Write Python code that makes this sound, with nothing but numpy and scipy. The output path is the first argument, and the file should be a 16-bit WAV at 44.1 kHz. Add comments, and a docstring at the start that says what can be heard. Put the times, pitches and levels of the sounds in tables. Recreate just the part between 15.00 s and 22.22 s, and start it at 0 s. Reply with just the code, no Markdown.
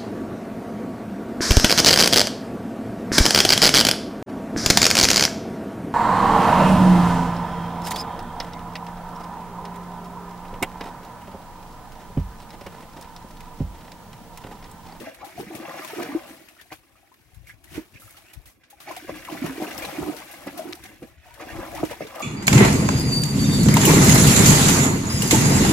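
"""Dogs wade and paw in a small plastic paddling pool on a patio, heard by two microphones.
A hush and light breeze run throughout. Quick strokes open it: paws trap air that rings as bubbles of
every size and throw hissing spray. From about 1.3 s mostly drips, small slaps and low wind thuds remain.
Busy pawing returns from 4 to 6 s, with gulps, gushes and stamps on the floor; after a short lull
come a last burst and the loudest stamp, near 6.8 s. Pool and paving echo the bubbles and stamps."""
import sys
import numpy as np
from scipy import signal
from scipy.fft import rfft, irfft, next_fast_len
from scipy.io import wavfile
from scipy.ndimage import uniform_filter1d

SR = 44100
rng = np.random.default_rng(int(sys.argv[2]) if len(sys.argv) > 2 else 0)


def digitize_waveform(pressure):
    """Quantize a signal to 16-bit integers and store it at the path in sys.argv[1].

    Rows of a 2-D input are taken as channels; values are limited to [-1, 1].
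    """
    field = np.atleast_2d(pressure).T
    bounded = np.clip(field, -1, 1)
    quanta = np.round(bounded * 32767).astype(np.int16)
    wavfile.write(sys.argv[1], SR, quanta)


N = 318402
SIDES = np.array([[.5], [-.5]])  # splits a left-right difference in dB over the two channels


def amp(db):
    """Amplitude factor of a level in dB."""
    return 10 ** (np.asarray(db) / 20)


def evened(x):
    """Scale to an RMS of 1."""
    return x / np.sqrt(np.mean(x ** 2) + 1e-20)


def smoothed(x, samples):
    """Two passes of a moving average."""
    return uniform_filter1d(uniform_filter1d(x, samples), samples)


def read(points, hz):
    """Read a curve of (Hz, value), interpolated over log frequency."""
    f, value = np.transpose(points)
    return np.interp(np.log(hz + 1), np.log(f + 1), value)


def column(table, order):
    """One column of a time table at every sample."""
    rows = np.array(table)
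    return np.interp(np.arange(N) / SR, rows[:, 0], rows[:, order])


def add(mix, s, sound):
    """Add a sound at s seconds, cut off at the end of the mix."""
    part = mix[..., round(s * SR):][..., :sound.shape[-1]]
    part += sound[..., :part.shape[-1]]


def noise(spectrum, same, size, patchy_db, flicker_db, lead_s=0):
    """Two-channel random short-time spectra with drifting patches and wide-band flicker."""
    frames, hz = 4 * N // size + 5, np.fft.rfftfreq(size, 1 / SR)
    a, b, c, d, patches = rng.standard_normal((frames, len(hz), 5)).T
    patches = uniform_filter1d(patches, size // 64, 0)  # over frequency
    patches = evened(uniform_filter1d(patches, 6, 1))  # over time
    flicker = evened(uniform_filter1d(rng.standard_normal(frames), 2))
    like = read(same, hz)[:, None]
    late = np.exp(-2j * np.pi * hz * lead_s)[:, None]
    left = a + 1j * b
    right = like * late * left + np.sqrt(1 - like ** 2) * (c + 1j * d)
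    level_db = read(spectrum, hz)[:, None] + patchy_db * patches + flicker_db * flicker
    z = np.array([left, right]) * amp(level_db)
    return evened(signal.istft(z, nperseg=size, noverlap=3 * size // 4)[1][:, :N])


def surge(peak_s, length_s, rise_share, drop_db):
    """Gain that climbs to 1 at the peak and sinks again, steadily in dB."""
    t = (np.arange(N) / SR - peak_s) / length_s
    return amp(-drop_db * np.maximum(-t / rise_share, t / (1 - rise_share)))


def bubble(hz, t60_s, rise, turns, hold=0.99):
    """A sine that climbs as the bubble nears the surface; it swells over a few turns, holds and dies."""
    t = np.arange(0, t60_s, 1 / SR)
    tone = np.sin(2 * np.pi * hz * (t + .5 * rise * t ** 2 / t60_s))
    return tone * amp(-60 * (t / t60_s) ** hold) * np.tanh(t * hz / turns)


def swarm(lo_hz, hi_hz, per_s, cycles, spread_db, share, steady=.5, clumpy=0, count=40):
    """Random bubbles, most faint, a few large; slow swings in their summed level are evened by steady."""
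    out = np.zeros(N)
    clumps = np.exp(clumpy * evened(smoothed(rng.standard_normal(N), 500)) - clumpy ** 2 / 2)
    for hz in np.geomspace(lo_hz, hi_hz, count):
        size = amp(spread_db * np.minimum(rng.exponential(1, N), 4))
        births = size * (rng.random(N) < clumps * per_s / count / SR)
        shape = bubble(hz, cycles / hz * rng.uniform(1.0, 1.74), rng.uniform(0, 1.0), 0.71)
        out += amp(read(share, hz)) * signal.oaconvolve(births * rng.choice([-1, 1], N), shape)[:N]
    power = smoothed(evened(out) ** 2, 1500)
    return evened(out / (abs(power) + 0.04) ** (steady / 2))


# Outdoor hush. Each row: frequency in Hz, relative density in dB per Hz.
HUSH_SPECTRUM = [(90, -32), (150, -5), (315, 16), (475, -11), (760, -4), (979, -4.5), (2000, -15),
                 (2500, 2), (2950, -32), (12400, -10.5), (16000, -19)]
# Left-right likeness of the hush. Each row: frequency in Hz, likeness from 0 to 1.
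HUSH_LIKENESS = [(100, 0.33), (950, 0.4), (4000, 0.05)]
HUSH_DB = -68.5


def hush():
    """Steady outdoor air noise, mildly patchy, little shared between the channels."""
    return amp(HUSH_DB) * noise(HUSH_SPECTRUM, HUSH_LIKENESS, 512, patchy_db=3.2, flicker_db=0.77)


# Wind pressure. Each row: frequency in Hz, relative density in dB per Hz.
WIND_SPECTRUM = [(20, 7), (35, 0), (55, 5), (90, 2), (140, -7), (220, -31), (400, -71)]
# Breeze at the microphone ports. Each row: time in seconds, level in dB ahead of the bass loss.
BREEZE_LEVEL = [(0.0, -59), (0.9, -67), (2.0, -65.5), (3.6, -67.5), (4.2, -69), (5.3, -57.5), (6.2, -53.5),
                (7.22, -65)]
BREEZE_LEAN_DB = 5  # left over right
# Gusts and low thuds at the ports. Each row: peak in seconds, length in seconds,
# level in dB ahead of the bass loss, left-right difference in dB.
WIND_BUFFETS = [(0.42, 0.43, -53, 2), (1.166, 0.21, -52.5, 12), (1.733, 0.16, -54.5, 10),
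                (2.437, 0.37, -51.5, 19.5), (2.75, 0.12, -45, 15), (2.942, 0.03, -46, 21),
                (3.047, 0.13, -48, 10), (3.17, 0.14, -55, 11), (3.376, 0.034, -38, 25),
                (3.47, 0.088, -47, -2), (4.12, 0.43, -48, 0), (4.444, 0.5, -47, 3), (4.816, 0.17, -41, -1),
                (5.021, 0.081, -36, -1), (6.522, 0.062, -40, 19), (6.576, 0.11, -34, 12),
                (6.793, 0.35, -40.5, 8), (7.049, 0.066, -43, 10), (7.22, 0.11, -54, 7)]
BUFFET_RISE_SHARE, BUFFET_DROP_DB = 0.45, 14


def wind():
    """Lumpy low pressure, partly shared between the ports, swelling in gusts."""
    lumps = noise(WIND_SPECTRUM, [(30, 0.11), (200, 1.0)], 1024, patchy_db=1.86, flicker_db=2.9)
    power = amp(column(BREEZE_LEVEL, order=1) + SIDES * BREEZE_LEAN_DB) ** 2
    for peak_s, length_s, db, pan_db in WIND_BUFFETS:
        gust = surge(peak_s, length_s, BUFFET_RISE_SHARE, BUFFET_DROP_DB)
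        power = power + (amp(db + SIDES * pan_db) * gust) ** 2
    return lumps * np.sqrt(power)


# Stirring between strokes. Each row: time in seconds, then levels in dB of
# large bubbles, small bubbles, spray.
STIR_LEVELS = [(0.0, -42.5, -53, -47), (0.2, -74, -54.5, -58), (0.45, -66, -50, -53.5),
               (0.9, -62, -44, -42), (1.2, -49, -50.5, -49), (1.69, -69, -71, -58), (1.81, -67, -67.5, -63),
               (2.41, -70.5, -69.5, -62.5), (2.6, -66.5, -75, -66), (2.87, -67, -80, -62),
               (3.1, -63, -61, -54.5), (3.5, -65, -79, -64), (3.58, -74, -73, -89.5), (3.84, -60, -56, -55),
               (4.0, -53.5, -47.5, -50.5), (4.4, -49, -43.5, -44.5), (4.8, -39.5, -42.5, -41),
               (5.1, -37, -47, -41.5), (5.25, -49.5, -50, -46.5), (5.7, -48, -52.5, -48.5),
               (6.0, -76, -73, -59), (6.08, -58.5, -68, -54), (6.19, -68.5, -58, -71),
               (6.3, -82, -57, -60.5), (6.5, -41, -43.5, -47.5), (6.8, -47.5, -49, -44),
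               (7.0, -66, -64, -49.5), (7.22, -54, -45, -52)]
# Paw strokes, by the air they drive in and the water they throw. Each row: peak in seconds,
# length in seconds, then levels in dB of big pockets, mid bubbles, small bubbles, spray.
PAW_STROKES = [(0.01, 0.077, -36.5, -58, -55, -46), (0.068, 0.1, -46, -40.5, -45.5, -66),
               (0.235, 0.13, -47, -39, -64, -65), (0.398, 0.09, -34, -42, -45.5, -41),
               (0.542, 0.11, -35, -41, -63, -46), (0.698, 0.48, -45, -38, -47.5, -66),
               (0.84, 0.11, -55, -55, -58, -45), (1.002, 0.12, -31, -33, -36.5, -46),
               (1.118, 0.23, -55, -38, -53, -69), (1.298, 0.15, -47, -63, -68, -46.5),
               (1.599, 0.03, -72, -81, -47, -65), (1.722, 0.02, -47, -35.5, -38, -44),
               (2.488, 0.068, -71, -79, -48.5, -48), (2.73, 0.18, -49.5, -60, -56, -45.5),
               (2.77, 0.066, -39.5, -42.5, -43, -43.5), (2.951, 0.082, -53, -70, -53.5, -55),
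               (3.3, 0.19, -67, -69, -54.5, -58), (3.894, 0.082, -43.5, -37, -41.5, -49),
               (4.093, 0.041, -37, -35, -43, -53), (4.16, 0.071, -43, -49, -46, -47),
               (4.328, 0.099, -33, -35, -44.5, -42.5), (4.45, 0.1, -31, -34.5, -37.5, -42),
               (4.5, 0.06, -48, -53, -55, -65), (4.624, 0.11, -30, -33, -41, -40),
               (5, 0.078, -29.5, -42, -59, -45), (5.086, 0.055, -26.5, -52, -59, -52),
               (5.476, 0.037, -30.5, -36, -38, -56), (5.586, 0.19, -42.5, -43, -55, -47),
               (5.68, 0.11, -37.5, -59, -67, -58), (5.855, 0.12, -50.5, -70, -49, -46.5),
               (5.903, 0.19, -51.5, -56, -51.5, -60), (6.03, 0.026, -31.5, -44.5, -47, -50.5),
               (6.275, 0.15, -70, -53.5, -73, -54.5), (6.409, 0.11, -52, -37.5, -44.5, -51),
               (6.602, 0.19, -40.5, -36, -55, -66), (6.797, 0.2, -39, -40, -42.5, -56),
               (6.838, 0.024, -44, -31, -36, -48), (6.912, 0.059, -43, -36.5, -35, -40),
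               (7.016, 0.07, -38, -46, -39.5, -49), (7.21, 0.39, -47.5, -34.5, -43.5, -48)]
STROKE_RISE_SHARE, STROKE_DROP_DB = 0.35, 13  # share of the length spent rising, fall at both ends


def stirred(stir_order, stroke_order, stir_offset_db=0):
    """Level of one layer: the stirring between strokes plus a surge at every stroke, summed as power."""
    power = amp(column(STIR_LEVELS, stir_order) + stir_offset_db) ** 2
    for row in PAW_STROKES:
        stroke = surge(row[0], row[1], STROKE_RISE_SHARE, STROKE_DROP_DB)
        power = power + (amp(row[stroke_order]) * stroke) ** 2
    return np.sqrt(power)


# Big air pockets by size. Each row: pitch in Hz, share in dB.
POCKET_SHARES = [(130, -9), (180, -4), (260, -2), (320, 9.5), (380, -5), (470, -0.5)]


def churn():
    """Three swarms of bubbles, each following how much air of that size is stirred in."""
    mid_share = [(480, -1.0), (640, 6.0), (900, 3.0), (1400, 5.5)]
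    small_share = [(1400, 2.3), (2000, 7.0), (2700, 2.5), (3400, -3), (6000, 0.5)]
    big = swarm(131, 446.6, 300, 16.5, 3.7, POCKET_SHARES, steady=0.97)
    mid = swarm(491.8, 1288, 600, 24.3, 2.17, mid_share, steady=0.32, clumpy=.4)
    small = swarm(1413, 6176, 2500, 27.7, 2.74, small_share, steady=0.25, clumpy=.75)
    return big * stirred(1, 2, stir_offset_db=-4.5) + mid * stirred(1, 3) + small * stirred(2, 4)


# Spray hiss. Each row: frequency in Hz, relative density in dB per Hz.
SPRAY_SPECTRUM = [(800, -13), (1700, -6), (2600, -6), (4850, -11), (5350, -11), (6990, -13), (13100, -11),
                  (15100, -20.5), (16000, -9)]
# Left-right likeness of the spray. Each row: frequency in Hz, likeness from 0 to 1.
SPRAY_LIKENESS = [(2500, 0.065), (5000, 0.28), (15000, 0.043)]
SPRAY_LEAD_S, SPRAY_LEAN_DB = 0.00017, 3.5  # left leads, left over right
# Slaps of thrown water. Each row: start in seconds, level in dB, t60 in seconds,
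# left-right difference in dB, coarse drops over fine mist in dB.
WATER_SLAPS = [(0.144, -40, 0.047, -2, 1), (0.244, -43.5, 0.31, 2, -1), (0.55, -35.5, 0.1, 6, 0),
               (0.846, -34, 0.031, 16, 2), (0.874, -38, 0.061, 3, 4), (1.028, -31.5, 0.029, 15, 7),
               (1.485, -42, 0.036, 4, 8), (1.611, -38, 0.044, 7, 5), (1.726, -43.5, 0.17, 3, 0),
               (2.14, -44.5, 0.027, -2, 5), (2.343, -51.5, 0.068, -4, -6), (2.468, -50, 0.058, -5, -10),
               (2.639, -45, 0.07, 4.5, -7), (2.7397, -46, 0.21, -9, 10), (2.996, -51, 0.59, -2, -13),
               (3.1061, -44, 0.03, 0, -17), (3.1674, -46, 0.13, -1, 7), (3.333, -36.5, 0.055, -6, -3),
               (3.455, -46, 0.28, 0, -4.5), (3.635, -66, 0.11, 1, 39), (3.7, -43.5, 0.13, 1, -4),
               (3.801, -40, 0.18, 2, 0), (3.9085, -42, 0.2, 3, 4), (3.963, -34.5, 0.1, -1, 3),
               (4.248, -35, 0.044, 0, 1), (4.4584, -41, 0.094, 15, -1), (4.708, -41, 0.057, 12, 11),
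               (4.777, -29, 0.065, 6, -4), (4.819, -40.5, 0.24, 8, 7), (4.8485, -39, 0.034, 9, 16),
               (5.164, -38.5, 0.14, 8, 3), (5.311, -40.5, 0.12, 6, -8), (5.468, -44, 0.04, 11, -9),
               (5.574, -35.5, 0.11, 5, -3), (5.7243, -32.5, 0.042, -1, 11), (5.751, -38, 0.043, -5, 0),
               (5.837, -34, 0.04, 1, 1), (6.339, -41, 0.045, 11, -4), (6.747, -41.5, 0.1, 0, -11),
               (6.848, -35, 0.1, 5, -3), (7.0662, -43, 0.087, -2, 15), (7.1505, -39, 0.057, 3, 2),
               (7.194, -51, 0.19, 9, -21)]


def spray():
    """Hiss of drops and mist, peppered by ticks, swelling with the churn and bursting at each slap."""
    mist = stirred(3, 5) * amp(SIDES * SPRAY_LEAN_DB)
    drops = mist.copy()
    for s, db, t60_s, pan_db, coarse_db in WATER_SLAPS:
        t = np.arange(0, t60_s, 1 / SR)
        fall = amp(db + SIDES * pan_db - 60 * t / t[-1]) * np.tanh(t / 0.0031)  # the spray rains down
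        add(mist, s, fall * amp(-coarse_db / 2))
        add(drops, s, fall * amp(coarse_db / 2))
    ticks = amp(3.2 * np.minimum(rng.exponential(1, N), 2.5)) * (rng.random(N) < 35 / SR)
    ticks = signal.lfilter([1], [1, -np.exp(-1 / (0.00079 * SR))], ticks)  # each dies in a few ms
    hiss = noise(SPRAY_SPECTRUM, SPRAY_LIKENESS, 256, 2.16, 0.94, SPRAY_LEAD_S)
    hiss = evened(hiss * (1 + 0.65 * ticks))
    low = signal.sosfiltfilt(signal.butter(N=2, Wn=6500, fs=SR, output="sos"), hiss)
    speck_share = [(6000, -5), (15000, 4.0)]
    specks = np.array([swarm(6350, 16400, 120, 5.9, 2.9, speck_share, steady=0, count=12)
                       for _ in SIDES])  # single drops bursting
    crossed = specks + 0.28 * specks[::-1]
    return drops * low + mist * (hiss - low + 0.16 * crossed)


# Phase between the ports for direct sound. Each row: frequency in Hz, left lead in radians.
PORT_PHASE = [(300, -0.02), (600, 1), (950, 0.0), (1800, 0.67), (2800, 0.73), (4100, 1.5)]
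# Colour difference of the ports. Each row: frequency in Hz, left-right difference in dB.
PORT_LEAN = [(60, 0.5), (110, -2.5), (200, -1.5), (380, -4.5), (700, 6), (1290, 2.5), (2380, -3),
             (4400, -0.5), (8120, -7.5), (15000, 2)]
# Air inside the pool walls. Each row: frequency in Hz, width in Hz, dB over the sound that drives it.
POOL_HOLLOW = [(317, 44, -2), (630, 220, -18)]


def patio(x):
    """The hollow of the pool rings along; pool wall and paving add a short tail of sparse echoes."""
    length = SR // 8
    taps = np.zeros((4, length))
    at = np.arange(60, length - 20, 20)
    at = at + rng.integers(0, 20, (len(taps), len(at)))
    np.put_along_axis(taps, at, rng.choice([-1., 1.], at.shape), 1)
    taps *= amp(-60 * np.arange(length) / SR / 0.079)  # t60 in seconds
    taps /= np.linalg.norm(taps[0])
    # two echo patterns take turns, so no fixed colouring builds up
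    turn = 2 * np.pi * 1.7 * np.arange(N) / SR
    echoes = signal.fftconvolve([x * np.cos(turn)], taps[:2], axes=1)
    echoes = echoes + signal.fftconvolve([x * np.sin(turn)], taps[2:], axes=1)
    size = next_fast_len(N)
    hz = np.fft.rfftfreq(size, 1 / SR)
    # the walls return more of the small bubbles
    wet = amp(read([(130, -33.5), (300, -5.0), (1000, -4.0), (3000, -1.0)], hz))
    direct = rfft(x, size) * np.array([np.ones(len(hz)), np.exp(-1j * read(PORT_PHASE, hz))])
    ports = amp(SIDES * read(PORT_LEAN, hz))
    rings = 1 + sum(amp(db) / (1 + 2j * (hz - f) / width) for f, width, db in POOL_HOLLOW)
    both = direct + wet * rfft(echoes[:, :N], size)
    return irfft(both * ports * rings / 1.39, size)[:, :N]


# Air pockets closing under a paw. Each row: start in seconds, level in dB ahead of the patio,
# starting pitch in Hz, t60 in seconds (10 ms at least).
PAW_GULPS = [(0.071, -26, 641, 0.082), (0.235, -30.5, 794, 0.07), (0.378, -26, 704, 0.057),
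             (0.4, -28.5, 790, 0.057), (0.466, -25.5, 197, 0.062), (0.502, -29, 355, 0.084),
             (0.51, -23, 700, 0.015), (0.599, -22.5, 314, 0.033), (0.628, -26.5, 352, 0.051),
             (0.651, -33, 690, 0.11), (0.706, -37, 750, 0.062), (0.741, -31, 720, 0.058),
             (0.793, -23.5, 355, 0.028), (0.846, -27.5, 1000, 0.041), (0.902, -30.5, 890, 0.045),
             (0.932, -22, 426, 0.029), (0.981, -18.5, 340, 0.035), (1.004, -29.5, 322, 0.14),
             (1.058, -33, 717, 0.06), (1.087, -24, 279, 0.16), (1.124, -23, 271, 0.084),
             (1.148, -10.5, 322, 0.055), (1.302, -37.5, 280, 0.089), (1.413, -31.5, 313, 0.017),
             (2.777, -15, 299, 0.036), (2.788, -23, 241, 0.037), (3.368, -50, 114, 0.065),
             (3.728, -42, 808, 0.07), (3.878, -29, 810, 0.087), (3.91, -24, 1026, 0.056),
             (3.968, -26, 725, 0.041), (4.023, -35.5, 293, 0.059), (4.044, -31, 346, 0.049),
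             (4.118, -31.5, 304, 0.14), (4.312, -33, 333, 0.12), (4.418, -16.5, 252, 0.1),
             (4.441, -12, 168, 0.044), (4.494, -23.5, 263, 0.23), (4.578, -16.5, 340, 0.023),
             (4.599, -15.5, 330, 0.022), (4.715, -29, 662, 0.056), (4.842, -30.5, 442, 0.17),
             (4.979, -26.5, 290, 0.15), (5.026, -15.5, 355, 0.021), (5.066, -28, 307, 0.13),
             (5.219, -32, 1110, 0.033), (5.287, -44, 812, 0.23), (5.335, -34, 665, 0.05),
             (5.535, -31.5, 305, 0.05), (5.571, -36.5, 705, 0.32), (5.592, -21.5, 625, 0.081),
             (5.652, -26, 334, 0.045), (5.671, -28, 286, 0.06), (5.772, -37.5, 776, 0.041),
             (5.851, -40, 750, 0.06), (6.306, -45.5, 940, 0.1), (6.42, -30, 305, 0.048),
             (6.469, -15, 300, 0.0077), (6.502, -31, 688, 0.071), (6.552, -17, 312, 0.016),
             (6.586, -22, 352, 0.057), (6.911, -18, 522, 0.027), (6.931, -24.5, 940, 0.023),
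             (7.019, -19.5, 546, 0.033), (7.048, -28.5, 430, 0.06), (7.204, -23, 1160, 0.04)]


def gulps():
    """Single loud bubbles, climbing slightly in pitch; the loudest hold longer, then drop."""
    out = np.zeros(N)
    for s, db, hz, t60_s in PAW_GULPS:
        hold = 1.09 + 0.03 * max(db + 13.5, 0)
        add(out, s, amp(db) * bubble(hz, max(t60_s, .01), 0.09, 1.02, hold))
    return out


# Clumps of small bubbles born together. Each row: start in seconds, top level in dB ahead of the patio,
# middle pitch in Hz.
BUBBLE_GUSHES = [(0.554, -45, 1280), (0.652, -26, 2200), (0.692, -23, 2340), (0.74, -26, 1530),
                 (0.79, -27, 1860), (0.844, -27, 2400), (1.725, -22.5, 3030), (4.288, -26.5, 895),
                 (4.298, -26, 2230), (4.372, -23, 1530), (4.494, -25, 1260), (4.711, -20.5, 2530),
                 (4.782, -31, 1800), (4.847, -16, 2730), (5.015, -28, 1040), (6.765, -29, 2320)]
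GUSH_S, GUSH_OCTAVES, GUSH_CYCLES = 0.0051, 0.52, 18.7  # spread in time, pitch either way, t60 in cycles of the pitch


def gushes(count=9):
    """Clumps of short bubbles scattered around a middle pitch."""
    out = np.zeros(N)
    for (s, db, hz), draws in zip(BUBBLE_GUSHES, rng.random((len(BUBBLE_GUSHES), count, 3))):
        for late, off, weak in draws:
            f = hz * 2 ** (GUSH_OCTAVES * (2 * off - 1))
            sound = bubble(f, GUSH_CYCLES / f, 0.53, 1.0)
            add(out, s + GUSH_S * late ** 2, amp(db - 25.0 * weak) * sound)
    return out


# Drips falling back from fur and paws. Each row: start in seconds, level in dB ahead of the patio,
# starting pitch in Hz.
FALLING_DRIPS = [(0.82, -26.5, 1160), (0.935, -33, 1260), (1.017, -34, 670), (1.088, -27, 1920),
                 (1.489, -40, 2630), (1.566, -44, 1360), (1.59, -37, 1855), (1.654, -47, 675),
                 (1.705, -34, 1910), (1.955, -46, 1220), (2.03, -48, 750), (2.117, -42, 975),
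                 (2.319, -51, 760), (2.471, -34.5, 2180), (2.495, -31, 1680), (2.5, -29, 1990),
                 (2.675, -41, 1970), (2.706, -41, 2580), (2.756, -30, 2360), (2.94, -41, 2570),
                 (2.961, -32, 2350), (3.02, -39, 1320), (3.078, -41.5, 1240), (3.105, -43, 2120),
                 (3.145, -43, 1260), (3.178, -49, 790), (3.477, -44, 1930), (3.634, -48.5, 1540),
                 (3.805, -39, 1130), (4.255, -31, 1960), (4.298, -30.5, 703), (4.401, -30, 2030),
                 (4.461, -26, 956), (4.668, -24.5, 2560), (4.823, -21, 2300), (4.843, -25.5, 1007),
                 (6.491, -27, 1665), (6.614, -30, 1550)]


def drips():
    """Each drip rings one small bubble; a weaker second droplet follows a few ms later."""
    out = np.zeros(N)
    for (s, db, hz), (late, off) in zip(FALLING_DRIPS, rng.uniform(-1.01, 1, (len(FALLING_DRIPS), 2))):
        add(out, s, amp(db) * bubble(hz, 42 / hz, 0.13, 0.886, hold=0.89))
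        second = bubble(hz * (1.04 + 0.051 * off), 60 / hz, 0.079, 0.86)
        add(out, s + 0.0082 + .005 * late, amp(db - 7.5) * second)
    return out


# Paws stamping the pool floor. Each row: start in seconds, level in dB ahead of the patio,
# lift of modes above 400 Hz in dB, rise in seconds, factor on t60 that the paw leaves.
PAW_STAMPS = [(1.717, -34, -8, 0.00066, 1.2), (4.093, -27, 5.5, 0.0021, 1.1),
              (4.619, -23.5, 4.5, 0.0016, 0.93), (4.784, -23.5, -3, 0.00076, 0.39),
              (5.469, -26.5, 1.5, 0.00094, 0.58), (6.022, -22, -27, 0.0009, 0.42),
              (6.83, -4, -2, 0.0022, 0.56), (7.006, -20, 16, 0.0059, 0.86)]
# Plastic floor under water. Each row: mode in Hz, relative level in dB, t60 in seconds for a factor of 1.
FLOOR_MODES = [(149, -5, 0.055), (314, -0.5, 0.054), (554, 6, 0.014), (614, 10.5, 0.015), (1280, -6, 0.015)]


def stamps():
    """A paw sets off the decaying modes of the plastic floor and damps them to its own degree."""
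    out = np.zeros(N)
    t = np.arange(0, .12, 1 / SR)
    for s, db, upper_db, rise_s, free in PAW_STAMPS:
        ring = 0
        for hz, mode_db, t60_s in FLOOR_MODES:
            decay = amp(mode_db + upper_db * (hz > 400) - 60 * t / (t60_s * free))
            ring = ring + decay * np.sin(2 * np.pi * hz * t)
        add(out, s, -amp(db) * ring * np.tanh(t / rise_s) ** 2)
    return out


# Gliding cavities, from tiny drops to a filling hollow. Each row: start in seconds, level in dB,
# start pitch in Hz, end pitch in Hz, length in seconds, left-right difference in dB.
CAVITY_GLIDES = [(3.204, -58, 2050, 3160, 0.14, 4), (4.271, -39.5, 1420, 614, 0.035, 4),
                 (4.7785, -29, 4880, 5860, 0.0027, 10), (5.689, -49, 4500, 8900, 0.0051, 8),
                 (5.731, -26.5, 1290, 6860, 0.003, 9), (6.17, -62.5, 2450, 2700, 0.17, -10),
                 (6.241, -51, 825, 657, 0.047, 1), (6.718, -33.5, 478, 835, 0.057, 6),
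                 (6.767, -32.5, 740, 1220, 0.043, 7)]


def glides():
    """Swept tones of cavities that shrink or grow; the long ones flutter irregularly in loudness."""
    out = np.zeros((2, N))
    for s, db, start_hz, end_hz, length_s, pan_db in CAVITY_GLIDES:
        t = np.arange(0, length_s, 1 / SR)
        sweep = signal.chirp(t, start_hz, length_s, end_hz) * np.sin(np.pi * t / length_s)
        if length_s > .02:
            sweep *= evened(1.25 + 17.0 * smoothed(rng.standard_normal(SR // 4), 120))[:len(t)]
        add(out, s, amp(db + SIDES * pan_db) * sweep)
    return out


def scene():
    """Bubbles, drips and stamps pass through the patio; the other layers reach the ports as they are."""
    water = patio(churn() + gulps() + gushes() + drips() + stamps())
    return hush() + wind() + spray() + water + glides()


EDGE_HZ = 15900


def record(dry):
    """The microphones lose the deepest bass; then the band limit."""
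    thin = signal.sosfilt(signal.butter(N=4, Wn=45, btype="high", fs=SR, output="sos"), dry)
    edge = signal.firwin(511, EDGE_HZ, window=("kaiser", 9), fs=SR)
    return signal.oaconvolve(thin, edge[None], "same")


dry = scene()
out = record(dry)
digitize_waveform(out)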